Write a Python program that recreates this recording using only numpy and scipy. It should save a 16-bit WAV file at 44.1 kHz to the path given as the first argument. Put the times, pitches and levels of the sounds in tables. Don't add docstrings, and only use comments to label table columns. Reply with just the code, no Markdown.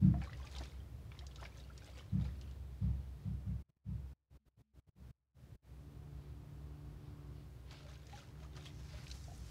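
import sys
import numpy as np
from scipy import signal
from scipy.fft import rfft, irfft
from scipy.io import wavfile
from scipy.ndimage import uniform_filter1d, map_coordinates

SR = 44100
rng = np.random.default_rng(int(sys.argv[2]) if len(sys.argv) > 2 else 0)


def master_out(mix):
    frames = np.transpose(np.atleast_2d(mix))
    ceiling = np.clip(frames, -1, 1)
    pcm = np.round(ceiling * 32767).astype(np.int16)
    wavfile.write(sys.argv[1], SR, pcm)


N = 418950
T = np.arange(N) / SR

# (frequency [Hz], relative level [dB])
RUMBLE_COLOUR = [(20, -40), (35, -30.5), (48, -17.5), (59, -7.5), (65, 6.5), (73, -7.5), (95, -8),
                 (122, -7.5), (160, -17), (210, -22.5), (250, -30.5), (400, -41.5), (900, -84.5)]
AIR_COLOUR = [(100, -6.5), (250, -1.5), (400, -2.5), (700, -9), (1200, -14.5), (2000, -17.5), (4500, -22.5),
              (7000, -26.5), (10000, -28), (16000, -28.5)]
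ROAD_COLOUR = [(80, -7.5), (200, 2), (350, -7.5), (600, -13), (1150, -10.5), (2000, -24), (5000, -27.5),
               (12000, -61.5)]
# (time [s], level [dB])
WIND_LEVEL = [(0, -47), (.6, -48), (1.95, -54.5), (2.45, -47), (3.3, -53.5), (5.5, -56), (6.25, -51.5),
              (7.4, -52.5), (8.05, -55.5), (8.9, -50), (9.5, -50)]
AIR_LEVEL = [(0, -65.5), (3.5, -67), (4.3, -69), (7.3, -67.5), (9.5, -67)]
# (time [s], firing rate [Hz], level [dB])
ENGINE_RUN = [(0, 72, -65.5), (5.5, 71.5, -68), (5.95, 71.8, -57.5), (7.25, 73, -53), (7.5, 72, -62.5),
              (7.75, 72.17, -58.5), (8.1, 74, -62.5), (8.55, 75, -57), (9.5, 73, -65.5)]
# (multiple of the firing rate, relative level [dB])
ENGINE_ORDERS = [(2, 1), (3, -21), (4, -9.5), (5, -14.5), (6, -21), (7, -35), (9, -27.5), (10, -28),
                 (15, -31), (17, -35), (22, -37)]
# (time [s], level [dB], hardness as tilt about 100 Hz [dB/octave])
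BODY_KNOCKS = [(0.014, -29.5, 5.5), (2.119, -35, 0.5), (2.808, -35, -5), (3.246, -40, -3),
               (3.458, -40.5, -3.5), (3.854, -39, -4.5), (4.95, -57, 0)]
# (frequency [Hz], relative level [dB], time to full swell [s])
BODY_MODES = [(66.36, -3.5, 0.072), (89.1, -11, 0.058), (101.05, -2.5, .038), (113.5, -3, .04),
              (133.9, -3, 0.042), (151.4, -4.5, .04), (159.6, -8, 0.036), (182.7, -11, 0.037),
              (189.9, -3, 0.035), (209.6, -19, 0.031), (229, -20.5, 0.043), (261, -25.5, .04),
              (299, -23, 0.046), (324.4, -32.5, 0.054)]
# (crest time [s], spatter level [dB], swell [s], ebb [s], gurgle against spatter [dB])
SLOP_SURGES = [(0.235, -58.5, 0.038, 0.061, 5), (0.41, -62.5, 0.065, 0.095, 0),
               (0.565, -53.5, 0.062, 0.034, -4.5), (0.64, -59, 0.031, 0.081, -2),
               (1.19, -67, .08, 0.051, 3.5), (1.43, -58, 0.087, 0.058, -0.5),
               (1.575, -61, 0.022, 0.074, -5.5), (1.87, -59.5, .09, 0.053, -2.5),
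               (1.985, -59, 0.028, 0.044, -1), (2.245, -61.5, 0.074, 0.058, 1.5),
               (2.42, -68, 0.038, 0.11, -9)]
TOSS_SURGES = [(7.72, -63.5, 0.032, .12, 0.5), (7.9, -65.5, 0.043, .08, 0), (8.18, -59.5, 0.079, 0.077, -2),
               (8.44, -65.5, 0.055, 0.046, 3), (8.575, -60, 0.026, .06, -0.5),
               (8.665, -59, 0.026, 0.039, -7.5)]
# (frequency [Hz], relative level [dB])
SLOP_SPECTRUM = [(300, -2.5), (450, -7), (700, -5.5), (1200, -3.5), (2100, -8.5), (3500, -10), (5000, -14),
                 (6500, -21.5), (9000, -28), (15000, -33)]
TOSS_SPECTRUM = [(300, -24), (600, -6.5), (900, -7), (1800, -6), (3800, -9), (6000, -13), (9000, -23),
                 (15000, -32)]
FILM_SPECTRUM = [(300, -16), (600, -13), (900, -8), (1650, -12), (3000, -15.5), (5000, -16), (8000, -23),
                 (15000, -36.5)]
# (time [s], peak level [dB], centre frequency [Hz])
NEAR_SLAPS = [(0.139, -44.5, 685), (0.216, -43.5, 1500), (0.238, -50.5, 6000), (0.331, -46.5, 2930),
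              (0.471, -47, 3800), (0.562, -44.5, 2800), (0.5842, -37, 4300), (0.607, -40.5, 456),
              (0.6358, -46, 3900), (1.1174, -46, 1910), (1.1898, -43.5, 3750), (1.2667, -45, 4800),
              (1.3583, -45, 3570), (1.4273, -40, 900), (1.4519, -41, 1750), (1.777, -46, 4830),
              (1.8439, -51, 5330), (1.985, -51.5, 1400), (2.4117, -49, 4070), (2.511, -52.5, 4380),
              (7.7096, -47.5, 3850), (7.955, -52, 3200), (8.0678, -51.5, 5140), (8.127, -49.5, 2220),
              (8.5641, -48, 4060), (9.067, -46, 2740), (9.08, -45.5, 5200), (9.102, -44.5, 4070),
              (9.1137, -37.5, 4030), (9.2406, -49.5, 5640), (9.3778, -53, 8300)]
# (time [s], level [dB], pitch [Hz])
NEAR_PLOPS = [(0.141, -39.5, 684), (0.218, -52.5, 777), (0.237, -48.5, 2210), (0.272, -47.5, 1120),
              (0.331, -48.5, 1900), (0.4423, -50.5, 1150), (0.8027, -55, 3100), (1.19, -49, 3140),
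              (1.222, -56, 704), (1.3844, -54, 1300), (1.424, -47.5, 662), (1.5216, -51.5, 2300),
              (1.639, -54, 4280), (1.7, -53, 1356), (7.853, -56, 568), (8.13, -45, 800),
              (8.6694, -45.5, 3200), (8.935, -52.5, 593), (9.114, -39.5, 4100), (9.281, -51.5, 690),
              (9.317, -51.5, 720)]
# (middle time [s], length [s], level [dB])
SOFT_WIPES = [(2.849, 0.7, -82.5), (3.258, 0.13, -80), (6.225, 0.18, -80.5), (7.075, 0.095, -78),
              (7.39, 0.14, -76), (7.76, 0.15, -65)]
# (start [s], end [s])
DROPOUTS = [(3.622, 3.685), (3.702, 3.762), (3.771, 3.838), (4.132, 4.297), (4.372, 4.451), (4.486, 4.564),
            (4.617, 4.732), (4.798, 4.864), (4.894, 4.951), (5.110, 5.342), (5.558, 5.620)]
TONE_SPANS = [(4.4, 4.45), (4.63, 4.725)]
# (crest time [s], hiss level [dB], swell [s], ebb [s], fizz against hiss [dB])
HAND_STROKES = [(8.79, -74, .06, .08, 2), (8.97, -60.5, 0.14, 0.095, -10), (9.14, -67, 0.069, 0.11, 3.5),
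                (9.49, -65, 0.18, .1, 1)]


def amp(db):
    return 10 ** (np.asarray(db) / 20)


def evened(x):
    return x / np.sqrt(np.mean(x ** 2) + 1e-20)


def add(mix, s, sound):
    part = mix[max(round(s * SR), 0):][:len(sound)]
    part += sound[:len(part)]


def coloured(x, spectrum):
    hz, db = np.transpose(spectrum)
    log_hz = np.log(np.fft.rfftfreq(len(x), 1 / SR) + 1)
    return irfft(rfft(x) * amp(np.interp(log_hz, np.log(hz), db)), len(x))


def band(x, low_hz, high_hz):
    return evened(signal.sosfilt(signal.butter(3, [low_hz, high_hz], "band", fs=SR, output="sos"), x))


def drift(rate):
    return map_coordinates(rng.standard_normal(4096), [T[::64] * rate], order=3, mode="wrap").repeat(64)[:N]


def swells(rows, roundness=1.11):
    main, side = np.zeros(N), np.zeros(N)
    for crest, db, swell, ebb, side_db in rows:
        from_crest = np.maximum((crest - T) / swell, (T - crest) / ebb)
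        shape = amp(db) * np.exp(-from_crest ** roundness)
        main += shape
        side += amp(side_db) * shape
    return main, side


def wind(gust_edge_hz=105, upper_rest_db=-54.5):
    rumble = coloured(rng.standard_normal(N), RUMBLE_COLOUR)
    rumble /= np.sqrt(uniform_filter1d(rumble ** 2, size=SR // 4))
    low = signal.sosfiltfilt(signal.butter(4, gust_edge_hz, fs=SR, output="sos"), rumble)
    wind_db = np.interp(T, *np.transpose(WIND_LEVEL))
    upper_db = upper_rest_db + .5 * (wind_db - upper_rest_db)
    air = evened(coloured(rng.standard_normal(N), AIR_COLOUR)) * amp(.5 * drift(7.4))
    air_db = np.interp(T, *np.transpose(AIR_LEVEL))
    return low * amp(wind_db) + (rumble - low) * amp(upper_db) + air * amp(air_db)


def distant_engine():
    times, rates, levels = np.transpose(ENGINE_RUN)
    firing_hz = np.interp(T, times, rates) * (1 + .005 * drift(12))
    firings = np.cumsum(firing_hz) / SR
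    drone = sum(amp(db + 2.2 * drift(8)) * np.sin(2 * np.pi * round(order) * firings)
                for order, db in ENGINE_ORDERS)
    surge = amp(drift(5))
    road = evened(coloured(rng.standard_normal(N), ROAD_COLOUR))
    return amp(np.interp(T, times, levels)) * (evened(drone) * surge + amp(-14) * road)


def body_booms(rustle_db=-29, rustle_decay_s=.17):
    out, t = np.zeros(N), np.arange(SR) / SR
    phases = rng.random(len(BODY_MODES))
    rustle_colour = [(200, -3.5), (450, 1), (900, -7.5), (2500, -16.5), (5000, -23.5), (12000, -46.5)]
    rustle_gain = amp(rustle_db) * np.exp(-t / rustle_decay_s) * (1 - np.exp(-t / .01))
    for s, level_db, hardness in BODY_KNOCKS:
        ring = np.zeros(SR)
        for (hz, db, swell), phase in zip(BODY_MODES, phases):
            envelope = amp(db + hardness * np.log2(hz / 100)) * t / swell * np.exp(1 - t / swell)
            ring += envelope * np.sin(2 * np.pi * (hz * t + phase))
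        rustle = evened(coloured(rng.standard_normal(SR), rustle_colour))
        add(out, s, amp(level_db) * (ring + rustle_gain * rustle))
    return out


def bubble(hz, decay_s, glide):
    age = np.arange(int(5 * decay_s * SR) + 2) / (decay_s * SR)
    envelope = np.exp(-age) * (1 - np.exp(-10 * age))
    return envelope * np.sin(2 * np.pi * hz * decay_s * age * (1 + glide * age))


def froth(spread_db, cycles, glide, count=7000):
    out = np.zeros(N)
    for when, pitch, strength, sustain in rng.random((count, 4)):
        hz = 450 + 10000 * pitch ** 2
        level = amp(spread_db * min(-np.log(1 - strength), 4)) * (hz / 1000) ** .7
        add(out, when * N / SR, level * bubble(hz, cycles * (.5 + sustain) / hz, glide))
    return evened(out)


def patter(per_s, spread_db, decay_s):
    size = amp(spread_db * np.minimum(rng.exponential(1, N), 4))
    bursts = size * (rng.random(N) < per_s / SR)
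    power = signal.lfilter([1], [1, -np.exp(-1 / (decay_s * SR))], bursts ** 2 + 1e-9)
    return evened(np.sqrt(power) * rng.standard_normal(N))


def surging_water(surges, spectrum, grains):
    spatter, gurgle = swells(surges)
    water = coloured(grains, spectrum)
    return spatter * band(water, 1500, 15000) + gurgle * band(water, 420, 1500)


def splashes(mist_db=-61.5):
    bubbles = froth(spread_db=4.6, cycles=6, glide=.012)
    drops = patter(per_s=380, spread_db=4.6, decay_s=.0015)
    slop = surging_water(SLOP_SURGES, SLOP_SPECTRUM, evened(bubbles + amp(-1.5) * drops))
    bubbles = froth(spread_db=3.4, cycles=5, glide=.008)
    drops = patter(per_s=550, spread_db=4.3, decay_s=.0016)
    toss = surging_water(TOSS_SURGES, TOSS_SPECTRUM, evened(amp(-4.5) * bubbles + drops))
    flow = swells(SLOP_SURGES)[0] + swells(TOSS_SURGES)[0]
    fine_drops = coloured(patter(per_s=820, spread_db=5.5, decay_s=.0007), TOSS_SPECTRUM)
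    mist = (flow / flow.max()) ** 1.2 * band(fine_drops, 3500, 15000)
    return amp(-3) * slop + amp(-2) * toss + amp(mist_db) * mist


def slaps():
    out, t = np.zeros(N), np.arange(4096) / SR
    octave = np.log2(np.fft.rfftfreq(len(t), 1 / SR) + 1)
    for s, db, hz in NEAR_SLAPS:
        size = 1000 / hz
        width_octaves, decay_s = .79 * size ** .35, .006 * size ** .65
        resonance = np.exp(-.5 * ((octave - np.log2(hz)) / width_octaves) ** 2)
        noise = irfft(rfft(rng.standard_normal(len(t))) * resonance)
        burst = noise * np.exp(-t / decay_s) * (1 - np.exp(-t / .001))
        add(out, s, amp(db) * burst / abs(burst).max())
    return out


def plops(decay_cycles=11, wobble_hz=160):
    out = np.zeros(N)
    for s, db, hz in NEAR_PLOPS:
        ring = bubble(hz, decay_cycles / hz, glide=.011)
        wobble = np.interp(T[:len(ring)] * 2 * wobble_hz, np.arange(256), rng.standard_normal(256))
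        add(out, s, amp(db) * ring * (1 + .45 * wobble))
    return out


def yard_echoes(x, near_db, far_db):
    out, t = x, np.arange(SR // 2) / SR
    for t60, db in [(.07, near_db), (.32, far_db)]:
        taps = rng.standard_normal(len(t)) * (rng.random(len(t)) < 2000 / SR)
        taps *= (t > .002) * amp(-60 * t / t60)
        out = out + amp(db) * signal.oaconvolve(x, taps / np.linalg.norm(taps))[:N]
    return amp(-1.4) * out


def wipes():
    gain = sum(amp(db) * np.exp(-(2 * (T - middle) / length) ** 2) for middle, length, db in SOFT_WIPES)
    return gain * band(rng.standard_normal(N), 1980, 4760)


def dropout_gain(reopen_s, floor_db, shut_s=.0029):
    gain = 1 - np.exp(-T / shut_s)
    for start, end in DROPOUTS:
        falling = np.exp(-np.maximum(T - start, 0) / shut_s)
        rising = 1 - np.exp(-np.maximum(T - end, 0) / reopen_s)
        gain *= np.where(T < end, falling, rising)
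    return np.maximum(gain, amp(floor_db))


def lingering_tone(hz=215, db=-86):
    gate = sum(1. * (T > start) * (T < end) for start, end in TONE_SPANS)
    return amp(db) * uniform_filter1d(gate, size=600) * evened(np.sin(2 * np.pi * hz * T))


def palm(touch_s=8.68, settle_s=.046):
    contact = np.clip((T - touch_s) / settle_s, 0, 1)
    return [contact * gain for gain in swells(HAND_STROKES)]


def rubbing(murmur_db=-8):
    pressure, fizz = palm()
    film = coloured(patter(per_s=3700, spread_db=3, decay_s=.0011), FILM_SPECTRUM) * amp(drift(45))
    tearing = pressure * band(film, 1420, 4200) + fizz * band(film, 5500, 15500)
    return amp(-2.5) * tearing + amp(murmur_db) * pressure * band(film, 450, 1360)


def swish(light_hz=6360, pressed_hz=4250, width_hz=1900, pressed_db=-67.5):
    pressure = palm()[0]
    pressure /= pressure.max()
    hz = light_hz + (pressed_hz - light_hz) * pressure
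    carrier = np.exp(2j * np.pi * np.cumsum(hz) / SR)
    pole = np.exp(-np.pi * width_hz / SR)
    grains = patter(per_s=4000, spread_db=5, decay_s=.001)
    hiss = (carrier * signal.lfilter([1], [1, -2 * pole, pole ** 2], grains / carrier)).real
    return amp(pressed_db) * pressure ** .7 * evened(hiss)


def scene():
    nearest = yard_echoes(slaps() + plops(), near_db=-10, far_db=-14.5)
    washing = yard_echoes(splashes() + rubbing() + swish() + wipes(), near_db=-6, far_db=-13)
    return (nearest + washing + body_booms() + wind() + distant_engine())[None]


def record(dry, bass_hz=90, top_hz=15750):
    bass = signal.sosfiltfilt(signal.butter(2, bass_hz, fs=SR, output="sos"), dry)
    low = bass * dropout_gain(reopen_s=.07, floor_db=-29)
    high = (dry - bass) * dropout_gain(reopen_s=.04, floor_db=-38)
    lowpass = signal.firwin(511, top_hz, window=("kaiser", 9), fs=SR)
    return signal.oaconvolve(low + high + lingering_tone(), lowpass[None], "same")


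dry = scene()
out = record(dry)
master_out(out)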